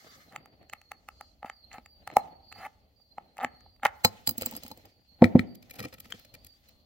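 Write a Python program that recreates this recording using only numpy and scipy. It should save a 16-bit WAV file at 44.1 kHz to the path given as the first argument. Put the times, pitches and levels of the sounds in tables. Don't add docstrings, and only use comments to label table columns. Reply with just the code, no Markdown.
import sys
import numpy as np
from scipy import signal
from scipy.io import wavfile

SR = 44100
rng = np.random.default_rng(int(sys.argv[2]) if len(sys.argv) > 2 else 0)


def volts(x):
    e = np.asarray(x, float) / 20
    return 10 ** e


def transcribe(signal):
    frames = np.atleast_2d(signal).T
    limited = np.clip(frames, -1, 1)
    pcm = np.round(limited * 32767).astype(np.int16)
    wavfile.write(sys.argv[1], SR, pcm)


N = 302085


def rms_one(x):
    return x / np.sqrt(np.mean(x ** 2) + 1e-20)


def in_time(rows):
    s, *columns = np.transpose(rows)
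    return [np.interp(np.arange(N) / SR, s, c) for c in columns]


def at_hz(points, hz):
    return np.interp(np.log(hz), np.log(np.array(points)[:, 0]), np.array(points)[:, 1])


def samples(events):
    s, *columns = np.transpose(events)
    return np.round(s * SR).astype(int), *columns


def drift(rate):
    r = np.exp(-2 * np.pi * rate * 40 / SR)
    white = rng.standard_normal(N // 40 + 2002)
    slow = signal.lfilter([1], [1, -2 * r, r * r], white)[2000:]
    return np.interp(np.arange(N) / 40, np.arange(len(slow)), rms_one(slow))


def ring(clicks, hz, t60, rise=0):
    r, w = volts(-60 / (t60 * SR)), 2 * np.pi * hz / SR
    out = signal.lfilter([0, np.sin(w)], [1, -2 * r * np.cos(w), r * r], clicks + 1e-18)
    if rise > 0:
        out = out - ring(clicks, hz, t60 * min(rise, 0.9))
    return out


def train(at, gains):
    return np.bincount(at, gains, N)[:N]


def ears(x, pan_db, lag):
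    late = np.interp(np.arange(N) - lag, np.arange(N), x)
    return np.array([late * volts(pan_db / 2), x * volts(-pan_db / 2)])


def strike(at, level_db, tilt_db, modes, centre_hz, scatter_db, lag, beam, rise, damp=1, focus_db=0, sign=-1):
    out = 0
    chance = rng.standard_normal((len(at), len(modes)))
    aim = rng.standard_normal((len(modes), 2))
    for k, (hz, mode_db, t60) in enumerate(modes):
        octaves = np.log2(hz / centre_hz)
        gain_db = level_db + mode_db + tilt_db * octaves - focus_db * np.abs(octaves)
        gains = volts(gain_db + scatter_db * chance[:, k]) * sign ** k
        tone = ring(train(at, gains), hz, t60 * damp, rise)
        pan_db, skew = beam * min(hz / 3000, 1) * aim[k]
        out = out + ears(tone, pan_db, lag + skew)
    return out


def crack(at, level_db, t60, low_hz, alike):
    fall = signal.lfilter([1], [1, -volts(-60 / (t60 * SR))], train(at, volts(level_db)))
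    fall = signal.lfilter([0.04], [1, -0.96], fall)
    high_pass = signal.butter(2, low_hz, "high", fs=SR, output="sos")
    mid, side = signal.sosfilt(high_pass, rng.standard_normal((2, N)))
    alike = np.clip(alike, 0, 1)
    return fall * (alike * mid + (1 - alike) * side * [[1], [-1]])


# (frequency [Hz], left-right likeness)
LIKENESS = [(60, 0.88), (180, 0.78), (550, 0.73), (1650, -0.41), (4970, 0.42), (15000, -1.3)]


def banded_noise(spectrum, patchy_db, speed):
    low, high = spectrum[0][0], min(spectrum[-1][0], 0.4 * SR)
    edges = np.geomspace(low, high, int(2.5 * np.log2(high / low)) + 2)
    out, together = 0, drift(speed)
    white = rng.standard_normal((2, 2, N))
    for k, band in enumerate(zip(edges, edges[1:])):
        band_pass = signal.butter(2, band, "band", fs=SR, output="sos")
        mid, side = signal.sosfilt(band_pass, white[k % 2])
        hz = np.sqrt(band[0] * band[1])
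        alike = np.clip(at_hz(LIKENESS, hz), -1, 1)
        gain = volts(at_hz(spectrum, hz) + patchy_db * (together + drift(speed) / 2))
        out = out + gain * (np.sqrt(1 + alike) * mid + np.sqrt(1 - alike) * side * [[1], [-1]])
    return rms_one(out)


# (frequency [Hz], density [dB per Hz])
AIR = [(12, -62.5), (20, -22.5), (75, -7.5), (140, -27.5), (245, -21), (362, -33), (570, -27), (1190, -42),
       (2530, -46.5), (3500, -37), (4550, -52), (7700, -120)]
# (frequency [Hz], density [dB per Hz])
HISS = [(4500, -13), (6500, -11.5), (10200, -21), (11500, -21)]


def air():
    rumble = volts(-65.5) * banded_noise(AIR, patchy_db=3.06, speed=3.2)
    return rumble + volts(-87.5) * banded_noise(HISS, patchy_db=4.0, speed=2.2)


# ((pitch [Hz], wing strokes [per s], chirp length [s]), chirps (time [s], level [dB]))
CRICKETS = [
    ((4160, 58, .21), [(0.13, -74.5), (0.62, -79), (1.11, -72), (1.6, -70), (2.03, -68), (2.45, -67.5), (3.01, -80), (3.22, -81), (3.52, -76), (4.68, -83), (5.05, -76), (6.17, -71), (6.65, -81)]),
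    ((4400, 54, 0.24), [(0.5, -80.5), (0.76, -68.5), (1.56, -69.5), (2.29, -73.5), (3.44, -68), (5.06, -72), (6.18, -78), (6.62, -81)]),
    ((4670, 52, 0.2), [(0.0, -68.5), (0.37, -72), (1.11, -71), (1.45, -68), (1.83, -66.5), (2.42, -64.5), (2.96, -74.5), (3.57, -72.5), (4.87, -77.5), (5.44, -71.5), (6.0, -79.5), (6.38, -67.5), (6.78, -80.5)]),
]


def crickets():
    out, t = 0, np.arange(N) / SR
    for (hz, per_s, length_s), chirps in CRICKETS:
        swell = np.full(N, volts(-84))
        for s, level_db in chirps:
            share = np.clip((t - s) / length_s, 0, 1)
            shape = np.abs(np.sin(np.pi * share ** 1.2)) ** 0.31
            swell = swell + volts(level_db + 3.0) * shape * (share < 1)
        stroke_hz = per_s * (1 + 0.31 * drift(29.0))
        stroke = 1 + 0.16 * np.sin(2 * np.pi * np.cumsum(stroke_hz) / SR)
        pitch = hz + 15 * drift(6.9)
        phase = np.array([2 * np.pi * np.cumsum(pitch + 45 * drift(50)) / SR for port in range(2)])
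        note = np.sin(phase) + volts(-20) * np.sin(3 * phase)
        out = out + swell * stroke * note * volts([1.6 * drift(25), 6.3 * drift(25)])
    return out


# (time [s], hold
# [s], cloth level [dB], dull rubbing level [dB])
RUSTLE = [(0.001, 0.23, -65, -59.5), (0.333, 0.33, -87.5, -56), (0.91, 0.078, -84.5, -65),
          (1.58, 0.59, -81.5, -77), (2.176, 0.019, -70, -45.5), (2.586, 0.013, -72, -55.5),
          (3.214, 0.31, -93, -61), (4.01, 0.16, -66.5, -60), (4.403, 0.16, -61.5, -51),
          (4.624, .08, -61, -57.5), (4.712, 0.12, -75, -55.5), (5.257, .03, -68.5, -54),
          (5.366, 0.025, -72, -47), (5.757, 0.052, -63.5, -51.5), (6.045, .16, -67, -62),
          (6.447, 0.24, -74.5, -74)]


def gestures():
    rise_db_per_s, fall_db_per_s = 120.5, 87
    t = np.arange(0, N + 64, 64) / SR
    level_db = np.array([[-87], [-83.5]])
    for s, hold_s, *peak_db in RUSTLE:
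        before_s = np.maximum(s - t, 0)
        after_s = np.maximum(t - s - abs(hold_s), 0)
        loss_db = rise_db_per_s * before_s + fall_db_per_s * after_s
        level_db = np.maximum(level_db, np.array(peak_db)[:, None] - loss_db)
    return [np.interp(np.arange(N) / SR, t, row) for row in level_db]


# (frequency [Hz], density [dB per Hz])
RUB = [(100, 1.5), (200, 1), (500, -4.5), (850, -2), (1050, -27.5), (1400, -10.5), (2500, -17.5),
       (4000, -27)]


def rubbing(rub_db):
    return volts(rub_db - 5.0) * banded_noise(RUB, patchy_db=4.0, speed=33)


# (frequency [Hz], density [dB per Hz])
CLOTH = [(900, -19.5), (1330, -7), (2560, -4.5), (4770, -7), (7500, -11.5), (10200, -24), (11500, -30)]


def rustle(cloth_db):
    cloth = volts(cloth_db + 3.0) * banded_noise(CLOTH, patchy_db=4.0, speed=8.3)
    on_cover = np.arange(N) < 4 * SR
    stroking = cloth * volts(0.6 * (cloth_db - cloth_db[0])) * on_cover
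    hum = sum(ring(stroking, hz, 0.87 * t60) for hz, db, t60 in COVER[:4])
    high_pass = signal.butter(8, 10900, "high", fs=SR, output="sos")
    sheen = rms_one(signal.sosfilt(high_pass, rng.standard_normal((2, N))))
    sheen = (volts(cloth_db - 3.5) + volts(-85.5)) * volts(1.5 * drift(20)) * sheen
    return cloth + volts(-23.0) * hum + sheen


# (time [s], peak level [dB], bench level [dB])
DRAG = [(5.5493, -44, -68), (5.6238, -48, -63), (5.697, -47, -63), (5.7069, -37, -53.5), (5.7364, -46, -68),
        (5.7526, -46.5, -60), (5.759, -45.5, -65), (5.785, -38.5, -44), (5.7915, -32.5, -41),
        (5.8012, -33, -41), (5.811, -50, -40), (5.826, -38, -52), (5.8365, -39, -35.5), (5.847, -36.5, -39),
        (5.852, -41, -38), (5.8816, -49, -62), (5.926, -44, -46), (5.937, -41, -55), (5.943, -49, -52),
        (5.981, -49, -54.5), (6, -38, -70), (6.007, -60, -62), (6.045, -50, -59), (6.053, -46, -51.5),
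        (6.1003, -46, -54), (6.107, -45.5, -61), (6.144, -49, -56), (6.1355, -66, -43), (6.192, -48.5, -71),
        (6.2472, -47, -60), (6.338, -42, -56.5), (6.348, -41.5, -58), (6.4453, -47, -79),
        (6.4654, -46.5, -78), (6.6864, -51.5, -82)]


def drag():
    at, level_db, bench_db = samples(DRAG)
    tilt_db = -3 + 0.36 * (level_db - bench_db)
    scuff_s, catches = 0.0063, 8
    delay = rng.random((len(at), catches)) * scuff_s * SR
    at = (at[:, None] + delay).astype(int).ravel()
    level_db, bench_db, tilt_db = np.repeat([level_db, bench_db, tilt_db], catches, axis=1)
    chatter = strike(at, level_db - 9.0, tilt_db, BADGE, 5800, scatter_db=4.5,
                     lag=3.45, beam=3.0, rise=0.062, damp=0.129)
    plastic = strike(at, level_db - 15.5, tilt_db, HANDLE, 4600, scatter_db=8.0,
                     lag=7.7, beam=3.2, rise=0.22, damp=1.4)
    boards = strike(at, bench_db - 10.5, 0.37, BENCH, 380, scatter_db=5.0,
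                    lag=15.7, beam=1.4, rise=0.044, damp=0.99)
    return chatter + plastic + boards + crack(at, level_db - 15.5, 0.0078, low_hz=1520, alike=0.56)


# (time [s], peak level [dB])
TICK = [
    (6.123, -10.5),
]
# (frequency [Hz], level [dB], t60 [s])
TICK_MODES = [(1574, -11, 0.0071), (2540, -25, 0.014), (3180, -6.5, 0.016), (4500, -19, 0.0046),
              (7100, -21.5, 0.0029)]


def tool_tick():
    at, level_db = samples(TICK)
    body = strike(at, level_db, 0, TICK_MODES, 3000, scatter_db=-5.5, lag=4.6, beam=3.3, rise=0.142)
    return body + crack(at, [-36], 0.0089, low_hz=1500, alike=0.52)


# (time [s], peak level
# [dB], brightness [dB per octave], handle click level [dB], board pitch [Hz])
LAID = [
    (1.782, -47.5, 10, -51, 200),
    (2.167, -40, -4, -33.5, 240),
    (3.446, -35, 2, -36.5, 240),
    (3.854, -46.5, -1.5, -22.5, 240),
    (5.221, -1, 11, -29, 236),
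    (5.242, -13, -6, -19, 190),
    (5.254, -27, 13, -39, 180),
    (5.361, -35, 6, -43, 240),
    (5.393, -18, 0, -24, 186),
    (5.353, -4, 6.5, -52.5, 196),
]
# (frequency [Hz], level [dB], t60 [s])
BENCH = [(100.34, -5, 0.092), (196, 1.5, 0.029), (239, -1.5, 0.062), (295, -7, 0.056), (332, -13.5, 0.082),
         (416, -19.5, 0.029), (505, -4, 0.052), (662, -6.5, 0.028), (706, -7, 0.026), (876, -10, 0.044),
         (1060, -26.5, 0.07)]
# (frequency [Hz], level [dB], t60 [s])
HANDLE = [(1310, -8, 0.021), (1900, -3, 0.014), (2340, -2, 0.018), (3050, -7.5, 0.0044),
          (4000, -7.5, 0.008), (5200, -11, 0.0052), (7660, -14, 0.0051), (10900, -27, 0.0011)]


def screwdriver():
    at, level_db, tilt_db, click_db, board_hz = samples(LAID)
    thump = -strike(at, level_db + 6.0, tilt_db, BENCH, board_hz, scatter_db=0.0,
                    lag=2.0, beam=1.5, rise=0.22, focus_db=9.5, sign=0.9)
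    thump = signal.sosfilt(signal.butter(2, [75, 1100], "band", fs=SR, output="sos"), thump)
    click = strike(at, click_db + 5.0, -0.41, HANDLE, 3000, scatter_db=1.5, lag=7.2, beam=6.8, rise=0.17)
    click = (click + tool_tick()) * volts([[2.5], [-2.5]])
    return thump + click + crack(at, click_db - 20.5, 0.048, low_hz=1200, alike=1.0)


# (time [s], peak level [dB], bench level [dB], brightness [dB per octave])
BOUNCES = [(4.0477, -4, -16, 0), (4.0524, -12.5, -23.5, -1.5), (4.2737, -12, -32.5, 4),
           (4.2916, -17, -31.5, 6.5), (4.3094, -34, -40, 11.5), (4.3804, -25, -37.5, 8),
           (4.4114, -23.5, -43, 1), (4.4204, -23, -35, 3), (4.4324, -36, -45, -9.5),
           (4.4603, -23.5, -35, 9), (4.4684, -33.5, -36.5, -5), (4.5111, -38, -45, 10),
           (4.5244, -34, -43.5, -2.5), (4.5366, -40, -43.5, -1), (4.5511, -32, -44, -0.5),
           (4.5645, -29.5, -47, 6.5), (4.5744, -34, -49, 0), (4.6259, -44, -56, -6),
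           (4.6344, -30, -48.5, 2.5), (4.6494, -45.5, -45, 1.5), (4.6638, -35.5, -52, -0.5),
           (4.6794, -37.5, -56, 5.5), (4.7034, -41.5, -47, -1), (4.7142, -32, -39, 1.5),
           (4.774, -44.5, -51.5, 3.5), (4.8544, -43.5, -53.5, 2)]
# (frequency [Hz], level [dB], t60 [s])
BADGE = [(1321, -7.5, 0.036), (2360, 4, 0.012), (3076, -7, 0.023), (4086, -7.5, 0.1), (4750, -6, 0.037),
         (5020, -11, 0.15), (3725, -9.5, 0.02), (6360, -13, 0.044), (7470, -4.5, 0.04), (8000, -12, 0.028),
         (8600, -16, 0.026), (11837, -9, 0.049), (11430, -9.5, 0.068), (12100, -9, 0.024),
         (10880, -13.5, 0.051), (13900, -10.5, 0.029), (14200, -16, 0.035), (14200, -11.5, .04),
         (15300, -9.5, .04), (15750, -10, .03)]


def badge():
    at, level_db, bench_db, tilt_db = samples(BOUNCES)
    clink = strike(at, level_db - 7.5, tilt_db, BADGE, 4400, scatter_db=4.5,
                   lag=7.5, beam=2.7, rise=0.11, damp=0.45)
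    airborne = strike(at, 1.8 * level_db - 11.5, tilt_db, BADGE, 7860, scatter_db=2.0,
                      lag=6.5, beam=1.5, rise=0.055, damp=0.52)
    rattle = crack(at, level_db - 13, 0.011, low_hz=1775, alike=1.0)
    boards = strike(at, bench_db - 0.5, 2.2, BENCH, 560, scatter_db=5.5, lag=4.7, beam=1.5, rise=0.025)
    return clink + airborne + rattle + boards


def while_moving(spans):
    level_db = np.full(N, -140.0)
    for rows in spans:
        on = slice(round(rows[0][0] * SR), round(rows[-1][0] * SR))
        level_db[on] = in_time(rows)[0][on]
    return level_db


def uneven_train(level_db, per_s, uneven_db, size_db):
    rate = per_s * volts(uneven_db * drift(60))
    at = np.flatnonzero(np.diff(np.floor(np.cumsum(rate) / SR)))
    sizes_db = (level_db + size_db * rng.standard_normal(N))[at]
    up = level_db[at] > -120
    return at[up], sizes_db[up]


# (time [s], level [dB])
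CREAKS = [
    [(0.31, -58.5), (0.365, -43)],
    [(1.455, -37.5), (1.491, -55), (1.495, -39)],
    [(1.705, -68), (1.743, -37), (1.8, -61)],
    [(2.55, -53), (2.666, -32), (2.68, -84)],
    [(3.426, -26.5), (3.447, -24.5)],
    [(3.833, -22), (3.847, -41), (3.85, -22.5)],
]


def creaks():
    at, size_db = uneven_train(while_moving(CREAKS), per_s=310, uneven_db=2.0, size_db=-1.0)
    body = strike(at, size_db + 0.5, -10.0 - 0.24 * size_db, COVER, 1200, scatter_db=4.5,
                  lag=-0.45, beam=1.9, rise=0.4)
    return body + crack(at, 0.82 * size_db - 5.5, 0.0022, low_hz=8090, alike=0.36)


# (time [s], peak level [dB], brightness [dB per octave])
SKIDS = [(0.324, -44, 4), (0.361, -29, 6.5), (0.458, -41, 2), (0.629, -53, 3), (0.697, -41.5, 11),
         (0.729, -39.5, 9), (0.734, -25, 5), (0.815, -42.5, 7), (0.917, -24, 3.5), (1.087, -28.5, 0),
         (1.21, -28, -3), (1.86, -42, 8), (2.075, -23, 4.5), (2.138, -41.5, 2.5), (2.168, -5.5, -7.5),
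         (2.517, -43.5, 0), (2.525, -33, 5.5), (3.369, -38, -1), (3.381, -34.5, 6.5), (3.607, -51.5, 10.5),
         (3.763, -57.5, 5.5), (3.8515, -10.5, 6), (3.8655, -19, 5)]
# (time [s], peak level [dB], brightness [dB per octave])
SLIPS = [(1.429, -26.5, -3), (1.446, -26.5, -8), (1.46, -45, 7), (1.498, -18.5, 1), (1.715, -42, 3.5),
         (1.73, -49.5, 15.5), (1.741, -38, 7.5), (1.783, -33.5, 1.5), (2.101, -31, 2.5), (2.114, -37, 5.5),
         (2.378, -62.5, -12.5), (3, -58.5, -10), (3.182, -27.5, -3), (3.389, -29, -5), (3.4005, -29, 0.5),
         (3.4062, -29, 0.5), (3.4115, -27, 2), (3.4165, -28, -4), (3.4207, -27, -3.5), (3.4248, -27.5, -2),
         (3.4463, -11.5, 1), (3.662, -54, -9), (3.832, -26, 4), (3.797, -53, 0.5), (3.8565, -8.5, 0),
         (3.8585, -9, -2), (3.875, -37, 3)]
# (frequency [Hz], level [dB], t60 [s])
COVER = [(821, 1.5, 0.018), (1303, -2, 0.015), (1702, -4, 0.01), (2107, -3.5, 0.0063), (2674, -13.5, 0.014),
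         (3026, -20, 0.019), (3670, -21.5, 0.0052), (4650, -20.5, 0.0054), (6200, -26.5, 0.0044),
         (7120, -24.5, 0.015), (1113, -5.5, 0.0095), (476, -26, 0.015), (240, -25, 0.026)]


def slips():
    at, level_db, tilt_db = samples(SKIDS + SLIPS)
    body = strike(at, level_db - 4.0, tilt_db, COVER, 1300, scatter_db=4, lag=-2.8, beam=2.04, rise=0.21)
    crack_db = np.repeat([-40.5, -59], [len(SKIDS), len(SLIPS)])
    crack_db = crack_db + 0.91 * (level_db + 29)
    return body + crack(at, crack_db + 9.5, 0.0044, low_hz=3446, alike=0.46)


def shed(x):
    t = np.arange(SR) / SR
    white = rng.standard_normal((2, 2, SR))
    early = white[0] * volts(-35.5 - 60 * t / 0.098) * (t > 0.012) * (t < 0.042)
    dull = signal.lfilter([0.2], [1, -0.85], white[1])
    tail = dull * volts(-53.0 - 60 * t / 0.59) * (t > 0.02)
    return signal.fftconvolve(x.mean(axis=0, keepdims=True), early + tail, axes=1)[:, :N]


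def scene():
    cloth_db, rub_db = gestures()
    background = air() + crickets() + rubbing(rub_db) + rustle(cloth_db)
    work = drag() + screwdriver() + badge() + creaks() + slips()
    return background + work + shed(work)


def top_cut(x):
    return signal.sosfilt(signal.butter(12, 16970, fs=SR, output="sos"), x)


def record(dry):
    x = 1.184 * np.tanh(dry / 1.201)
    x = signal.sosfilt(signal.cheby2(12, 24, 16150, fs=SR, output="sos"), x)
    ahead = rng.standard_normal((1, 600)) * volts(-32.0 - 60 * np.arange(600) / SR / 0.026)
    x = x + signal.fftconvolve(x[:, ::-1], ahead, axes=1)[:, N - 1::-1]
    return top_cut(x)


dry = scene()
out = record(dry)
transcribe(out)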